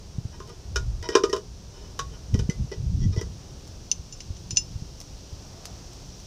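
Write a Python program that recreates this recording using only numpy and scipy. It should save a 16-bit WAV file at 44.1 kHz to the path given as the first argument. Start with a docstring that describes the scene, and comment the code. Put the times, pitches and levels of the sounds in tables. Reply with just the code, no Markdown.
"""Nuts and bolts in a tray

Steel parts are picked out of a tray beside a camera: ringing modes knock, and showers of tiny slips scrape.
A leg jostles the camera mount, heard as swelling low noise and damped low thuds.
Then a bolt clinks against a truck axle's hub, as short detuned rings, and is started by hand in its thread,
as soft noise. Shaped noise and a thin whine make the air and steady hiss of an open, quiet workshop.
"""
import sys
import numpy as np
from scipy import signal
from scipy.fft import rfft, irfft, next_fast_len
from scipy.io import wavfile
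from scipy.ndimage import map_coordinates

SR = 44100
rng = np.random.default_rng(int(sys.argv[2]) if len(sys.argv) > 2 else 0)


def generate_wav(signal):
    """Clip the signal to [-1, 1] and save it as 16-bit WAV at the path in sys.argv[1]."""
    frames = np.transpose(np.atleast_2d(signal))
    scaled = np.clip(frames, -1, 1) * 32767
    pcm = np.round(scaled).astype(np.int16)
    wavfile.write(sys.argv[1], SR, pcm)


N = 276066
T = np.arange(SR // 3) / SR  # seconds within one hit
NOW = np.arange(N) / SR  # seconds within the whole scene


def amp(db):
    """Decibels to gain."""
    return 10 ** (np.asarray(db) / 20)


def unit(x):
    """Scale to rms 1."""
    return x / np.sqrt(np.mean(x ** 2) + 1e-20)


def along(points, hz):
    """Read (Hz, value) points on a logarithmic frequency axis."""
    knot_hz, values = np.transpose(points)
    return np.interp(np.log(hz + 1), np.log(knot_hz + 1), values)


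def level(rows):
    """Draw (start_s, level_db) rows as one gain per sample."""
    return amp(np.interp(NOW, *np.transpose(rows)))


def wobble(rate, size=N):
    """A smooth random curve with rate knots a second."""
    knots = rng.standard_normal(int(size * rate / SR) + 4)
    return map_coordinates(knots, [np.arange(size) * rate / SR])


def filtered(x, response):
    """Shape the spectrum of x with a gain that depends on frequency."""
    n = x.shape[-1]
    m = next_fast_len(n + 8192)
    gain = response(np.fft.rfftfreq(m, 1 / SR))
    return irfft(rfft(x, m) * gain, m)[..., :n]


def noise(spectrum, size):
    """Coloured noise of rms 1."""
    return unit(filtered(rng.standard_normal(size), lambda hz: amp(along(spectrum, hz))))


def dull(x, top_hz):
    """Roll off what lies above top_hz."""
    return signal.sosfilt(signal.butter(3, top_hz, fs=SR, output="sos"), x)


def fade(t60_s):
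    """Exponential decay of 60 dB in t60_s."""
    return np.exp(-np.log(1000) * T / max(t60_s, 1e-4))


def ring(modes):
    """Damped sines (pitch_hz, level_db, t60_s), each struck with a random strength and phase."""
    out = np.zeros(len(T))
    for hz, db, t60_s in modes:
        strength = amp(db + 2 * rng.normal())
        out += strength * fade(t60_s) * np.sin(2 * np.pi * (hz * T + rng.random()))
    return out


def add(track, start_s, sound):
    """Mix a sound into a track at start_s."""
    start = round(start_s * SR)
    track[start:start + len(sound)] += sound[:N - start]


# colour of the outdoor air: pitch_hz, density [dB per Hz, relative]
AIR_COLOUR = [(15, -35), (25, 3.5), (48, -10), (113, -7.5), (198, -11), (233, -21.5), (260, -11.5),
              (322, -15), (359, -13), (410, -15.5), (648, -19.5), (2060, -33), (5730, -33.5), (9050, -41.5),
              (15500, -55.5)]
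# course of the hiss, before its trim: start_s, level_db
HISS_LEVEL = [(0, -52), (3, -50.5), (6.26, -47)]
# colour of the bright hiss: pitch_hz, density [dB per Hz, relative]
HISS_COLOUR = [(1500, -42), (2500, -7.5), (4000, -4), (5000, 1), (5800, 4.5), (6500, -1.5), (7500, -11),
               (10000, -22.5), (15000, -22.5)]
HISS_TRIM_DB = -3.5


def background():
    """Outdoor air, a bright hiss and a thin electrical whine, with a trace of opposite noise left and right."""
    drift = amp(1.2 * wobble(2.6))
    air = amp(-48.5) * noise(AIR_COLOUR, N) * drift
    hiss = amp(HISS_TRIM_DB) * level(HISS_LEVEL) * noise(HISS_COLOUR, N)
    whine = amp(-75) * np.sin(2 * np.pi * 8629 * NOW)
    side = amp(-74) * noise([(100, 5), (2000, -9.0), (6000, 1.0), (15000, -6.5)], N)
    return air + hiss + whine + np.array([side, -side])


# colour of the rubbing on the mount: pitch_hz, density [dB per Hz, relative]
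RUMBLE_COLOUR = [(12, -43), (20, -10), (59, 2.5), (129, -5.5), (215, -14), (248, -20.5), (485, -31.5),
                 (551, -56), (600, -41.5), (780, -65), (1320, -120)]
# a leg shifting against the camera mount: middle_s, half_length_s, level_db, top_hz
LEG_SHIFTS = [(0.876, 0.14, -28, 105), (2.08, .1, -39, 130), (2.38, 0.077, -24.5, 251),
              (2.611, 0.04, -23.5, 250), (2.83, 0.054, -22.5, 150), (3.022, 0.098, -19.5, 305),
              (3.3, 0.082, -33.5, 200), (4.596, 0.41, -41.5, 300)]
# bumps on the mount, before the trim for their damping: start_s, level_db, pitch_hz
MOUNT_BUMPS = [(0.183, -21, 124), (0.252, -24, 110), (2.338, -13, 82), (2.349, -15, 187),
               (2.393, -16.5, 116), (2.491, -15, 155), (3.175, -16, 99), (3.993, -32, 68.6),
               (4.303, -25.5, 80.4), (4.529, -29, 104), (4.756, -25, 91), (4.821, -27, 119),
               (5.326, -31, 81.5)]
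REST_DB, RESTLESS_DB = -44, 1.5  # rubbing between shifts, and the random swing of all rubbing
BUMP_TRIM_DB = 15.5


def jostle():
    """Cloth rubs and bumps the camera mount: dull noise swells with each shift; thuds die within a cycle or two."""
    rumble = noise(RUMBLE_COLOUR, N)
    rubbing = amp(REST_DB) * noise(RUMBLE_COLOUR, N)
    for middle_s, half_length_s, db, top_hz in LEG_SHIFTS:
        swell = np.exp(-((NOW - middle_s) / half_length_s) ** 2)
        rubbing += amp(db) * swell * unit(dull(rumble, top_hz))
    out = rubbing * amp(RESTLESS_DB * wobble(15))
    for start_s, db, hz in MOUNT_BUMPS:
        cycles = hz * T
        envelope = (1 - np.exp(-cycles / 0.5)) * np.exp(-cycles / 0.5)
        add(out, start_s, amp(db + BUMP_TRIM_DB) * np.sin(2 * np.pi * cycles) * envelope)
    return out


# modes of the tray with its load, before random detuning: pitch_hz, level_db, t60_s
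TRAY_MODES = [(372.8, -8.5, 0.21), (416.8, -1, 0.16), (463, -2, 0.079), (629, -15, 0.18),
              (910, -11.5, 0.058), (954, -12, 0.21), (1036, -16, 0.17), (1160, -23, 0.026),
              (1216, -12.5, 0.081), (1463, -13.5, 0.12), (1647, -14.5, 0.073), (1890, -10.5, 0.055),
              (2432, -13.5, 0.061), (3040, -7, 0.081), (3734, -12, 0.1), (5240, -4, 0.033),
              (5200, -5.5, 0.065), (5690, -0.5, 0.028)]
LOAD_DETUNE = 0.0088  # random spread, as a share of pitch


def loaded_tray():
    """The shifting load retunes the tray's modes each time it is played."""
    return [(hz * (1 + LOAD_DETUNE * rng.normal()), db, t60_s) for hz, db, t60_s in TRAY_MODES]


def arch(length_s):
    """One stroke of the hand, rising and falling within length_s."""
    return np.sqrt(np.abs(np.sin(np.pi * np.clip(T / length_s, 0, 1))))


# parts dragged over the tray: middle_s, length_s, tray_level_db, nut_level_db
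DRAGS = [(0.341, 0.05, -52, -72), (0.499, 0.082, -48.5, -62), (1.049, 0.039, -39.5, -44),
         (1.138, 0.046, -37, -66), (1.17, 0.04, -38, -45), (1.81, 0.21, -52.5, -68.5),
         (2.14, 0.046, -51.5, -76), (2.73, 0.032, -42, -46), (3.029, 0.074, -65, -48),
         (3.136, 0.036, -47.5, -53), (3.183, 0.035, -46, -43)]
# modes of a scraped steel part: pitch_hz, level_db, t60_s
NUT_MODES = [(1967, 0, 0.12), (3310, -1.5, 0.038), (4510, -6, 0.083), (5704, 14, 0.041), (5760, -1, 0.025)]
# dense rattle between the tray's modes, also in the knocks: pitch_hz, density [dB per Hz, relative]
RATTLE_COLOUR = [(150, -34), (250, -18), (340, -8.5), (520, 10), (720, -47), (1100, 10), (1500, 6.5),
                 (2200, -15.5), (3000, -6.5), (4300, 9), (6200, -2.5), (7500, -14), (10000, -25.5),
                 (15000, -57)]
SLIPS_PER_S, SLIP_TOP_HZ = 900, 6400  # slips are softer than blows


def slides():
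    """Tiny irregular slips ring both the tray and the part that is dragged over it."""
    out = np.zeros(N)
    for middle_s, length_s, tray_db, nut_db in DRAGS:
        happens = rng.random(len(T)) < SLIPS_PER_S / SR
        slips = happens * rng.standard_normal(len(T)) * arch(length_s)
        for modes, db in ((loaded_tray(), tray_db), (NUT_MODES, nut_db)):
            body = ring(modes) + amp(-1.5) * noise(RATTLE_COLOUR, len(T)) * fade(0.0033)
            scrape = dull(signal.fftconvolve(slips, body), SLIP_TOP_HZ)
            loudness = np.std(scrape[:round(length_s * SR)]) + 1e-9
            add(out, middle_s - length_s / 2, amp(db) * scrape / loudness)
    return out


# edges between the floor, wall, clack and steel bands: pitch_hz
BAND_EDGES_HZ = [700, 1750, 4300]


def split(x):
    """Cut a hit into its four bands, from low to high."""
    bands = []
    for hz in BAND_EDGES_HZ:
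        bands.append(signal.sosfilt(signal.butter(6, hz, fs=SR, output="sos"), x))
        x = signal.sosfilt(signal.butter(6, hz, "high", fs=SR, output="sos"), x)
    return bands + [x]


# parts knocking in the tray, before the band trims:
# start_s, level_db, floor_over_level_db, wall_over_level_db, struck_spot_pitch_hz
TRAY_KNOCKS = [(0.401, -52, 9.5, 7, 1047), (0.7589, -27.5, -3.5, -2, 1430), (1.0262, -42.5, -1, -9, 1930),
               (1.089, -33, 7, -7, 1895), (1.1523, -21, 9, 0, 1035), (1.2362, -29.5, 13.5, -0.5, 1227),
               (1.2966, -43.5, 7.5, -20, 1890), (1.329, -30, 10, -2, 1040), (1.3641, -41, 4.5, 1.5, 1031),
               (1.9914, -32, -6, 1.5, 1106), (2.343, -40, 7.5, -11.5, 1930), (2.391, -38, 2.5, -12, 914),
               (2.4975, -37, 0.5, -16, 2033), (2.715, -47.5, 16, -9, 1966), (3.1624, -47, 12.5, -14, 1980),
               (3.2123, -40.5, 7.5, -8, 1965)]
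FLOOR_TRIM_DB, WALL_TRIM_DB, CLACK_TRIM_DB, STEEL_TRIM_DB = -1, 0, -1, 1
# the floor's thump rises as a blow lands nearer the wall, judged by wall over floor level
FLOOR_HZ, RIM_HZ_PER_DB, RIM_FROM_DB = 397.5, 5.5, -5
RIM_RING, RIM_CLACK = 0.6, 0.12  # nearer the wall, the spot rings and clacks more (dB per dB)
SPOT_DB, SPOT_T60_S = 1, 0.13  # ring of the struck spot
STEEL_HZ, STEEL_SCATTER, STEEL_T60_S = 5780, 0.02, 0.05  # ring of the part, scatter as a share of pitch
RATTLE_DB, RATTLE_T60_S = 1.9, 0.1  # the loose load dies away quickly
TICK_DB, TICK_GROWTH = -30, 0.5  # the contact tick grows more slowly than the ring (dB per dB)


def knocks():
    """Each part rings the tray and itself; where and how hard it lands sets the share of each band."""
    out = np.zeros(N)
    for start_s, db, on_floor_db, on_wall_db, spot_hz in TRAY_KNOCKS:
        rim_db = max(on_wall_db - on_floor_db - RIM_FROM_DB, 0)
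        floor_hz = FLOOR_HZ + RIM_HZ_PER_DB * rim_db
        steel_hz = STEEL_HZ * (1 + STEEL_SCATTER * rng.normal())
        spot = (spot_hz, SPOT_DB + RIM_RING * rim_db, SPOT_T60_S)
        spot_and_part = ring([spot, (steel_hz, 0, STEEL_T60_S)])
        chatter = amp(3 * wobble(500, size=len(T)))  # the loose load jumps and settles
        rattle = noise(RATTLE_COLOUR, len(T)) * chatter * amp(RATTLE_DB) * fade(RATTLE_T60_S)
        bands = split(ring(loaded_tray()) + spot_and_part + rattle)
        swell = 1 - np.exp(-(T / 0.004) ** 2)  # the heavy floor takes a moment to get going
        bands[0] = (bands[0] + ring([(floor_hz, 19, 0.028)])) * swell
        shares_db = (on_floor_db + FLOOR_TRIM_DB, on_wall_db + WALL_TRIM_DB,
                     CLACK_TRIM_DB + RIM_CLACK * rim_db, STEEL_TRIM_DB)
        for band, share_db in zip(bands, shares_db):
            loudness = np.std(band[:SR // 50])  # over the first 20 ms
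            add(out, start_s, amp(db + share_db) * band / loudness)
        contact = noise(TICK_COLOUR, len(T)) * fade(0.17)
        add(out, start_s, amp(TICK_DB + TICK_GROWTH * db) * contact)
    return out


# dry ticks of grit and thread, before the trim: start_s, level_db
DRY_TICKS = [(0.475, -34), (0.4935, -32.5), (3.676, -31), (5.003, -26), (5.014, -26), (5.6548, -18),
             (5.9325, -30), (6.2008, -34)]
# colour of a tick, also of the contact in a knock: pitch_hz, density [dB per Hz, relative]
TICK_COLOUR = [(500, 1), (1500, -9), (3000, -8), (5800, 9.5), (8000, -4), (15000, -16)]
TICK_TRIM_DB = -10.5


def ticks():
    """Grit and thread crests snap without ringing: noise with a fast decay and a weaker, slower one."""
    out = np.zeros(N)
    for start_s, db in DRY_TICKS:
        decay = fade(0.007) + amp(-9.5) * fade(0.088)
        add(out, start_s, amp(db + TICK_TRIM_DB) * noise(TICK_COLOUR, len(T)) * decay)
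    return out


# bolt against the hub, before the trim; a negative choke lets the ring hold up instead:
# start_s, level_db, choke_db, contact_click_db
HUB_CLINKS = [(3.9149, -3.5, 22, -14), (4.1245, -27.5, -2.5, -22), (4.2043, -31, 2, 7),
              (4.366, -41.5, -4, 7), (4.507, -19, 0, 1.5), (4.5615, -25, -4, -15), (4.5705, -4, -0.5, -7.5)]
# modes of the bolt, before the grip detunes them: pitch_hz, level_db, share of RING_S [ratio]
BOLT_MODES = [(2785, -13.5, 1.13), (3510, -21, 0.78), (4460, -9, 0.33), (5250, -5, 2.15), (6024, 3.5, 0.88),
              (6985, -7, 1.27), (9320, -26.5, 1.3)]
# the fingers' grip detunes the bolt: start_s, detune_cents
GRIP_DETUNE = [(3.9, 15.5), (4.4, 24), (4.5, 2.5)]
# colour of steel on steel: pitch_hz, density [dB per Hz, relative]
CLICK_COLOUR = [(400, -6.5), (1500, -13), (2700, 4), (4500, 6.5), (6000, 13), (7200, -23), (9000, -5.5),
                (15000, -41)]
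CLINK_TRIM_DB = -8.0
RING_S, CHOKE_S = 0.064, 0.029  # t60 of the free bolt, and of the choking


def clinks():
    """The bolt rings briefly between fingers, whose grip detunes it; pressing on the hub chokes the ring."""
    out = np.zeros(N)
    for start_s, db, choke_db, click_db in HUB_CLINKS:
        ratio = 2 ** (np.interp(start_s, *np.transpose(GRIP_DETUNE)) / 1200)
        tone = ring([(hz * ratio, mode_db, share * RING_S) for hz, mode_db, share in BOLT_MODES])
        choke = amp(-choke_db) + (1 - amp(-choke_db)) * fade(CHOKE_S)
        click = noise(CLICK_COLOUR, len(T)) * (fade(0.01) + amp(-8.0) * fade(0.072))
        attack = 1 - np.exp(-T / 0.00033)
        add(out, start_s, amp(db + CLINK_TRIM_DB) * (tone * choke + amp(click_db) * click) * attack)
    return out


# the bolt turning in its thread, before the random unevenness: start_s, level_db
THREAD_LEVEL = [(5.1, -94), (5.4, -64.5), (5.7, -56), (6.26, -66.5)]


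def thread():
    """Fingers and thread rub softly as the bolt is turned in: muffled noise of uneven level."""
    uneven = amp(1.5 * wobble(8))
    rub = noise([(250, -17), (650, 10), (1300, 1), (3000, -17), (10000, -34)], N)
    return level(THREAD_LEVEL) * rub * uneven


# decay of the surroundings: pitch_hz, t60_s
ROOM_DECAY = [(200, 0.27), (1200, 0.13), (6000, 0.14), (14000, 0.023)]


def room(x):
    """A short tail from the axle, the ground and the awning: noise that decays at its own rate in each band."""
    hz, t, grid = signal.stft(rng.standard_normal(SR // 2), SR, nperseg=256)
    decay = np.exp(-np.log(1000) * t / along(ROOM_DECAY, hz)[:, None])
    tail = signal.istft(grid * decay, SR, nperseg=256)[1]
    return signal.fftconvolve(x, tail / np.linalg.norm(tail))[:N]


def scene():
    """All sources sit in the middle, the steel ones with a faint short room, over the background."""
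    knocking = slides() + knocks()
    clinking = ticks() + clinks()
    direct = knocking + clinking + jostle() + thread()
    reflected = room(amp(-12.5) * knocking + amp(-17.5) * clinking)
    return direct + reflected + background()


TOP_HZ = 15400  # the camera's band limit


def record(dry):
    """The camera cuts very steeply above its band limit."""
    return filtered(dry, lambda hz: 1 / np.sqrt(1 + (hz / TOP_HZ) ** 160))


dry = scene()
out = record(dry)
generate_wav(out)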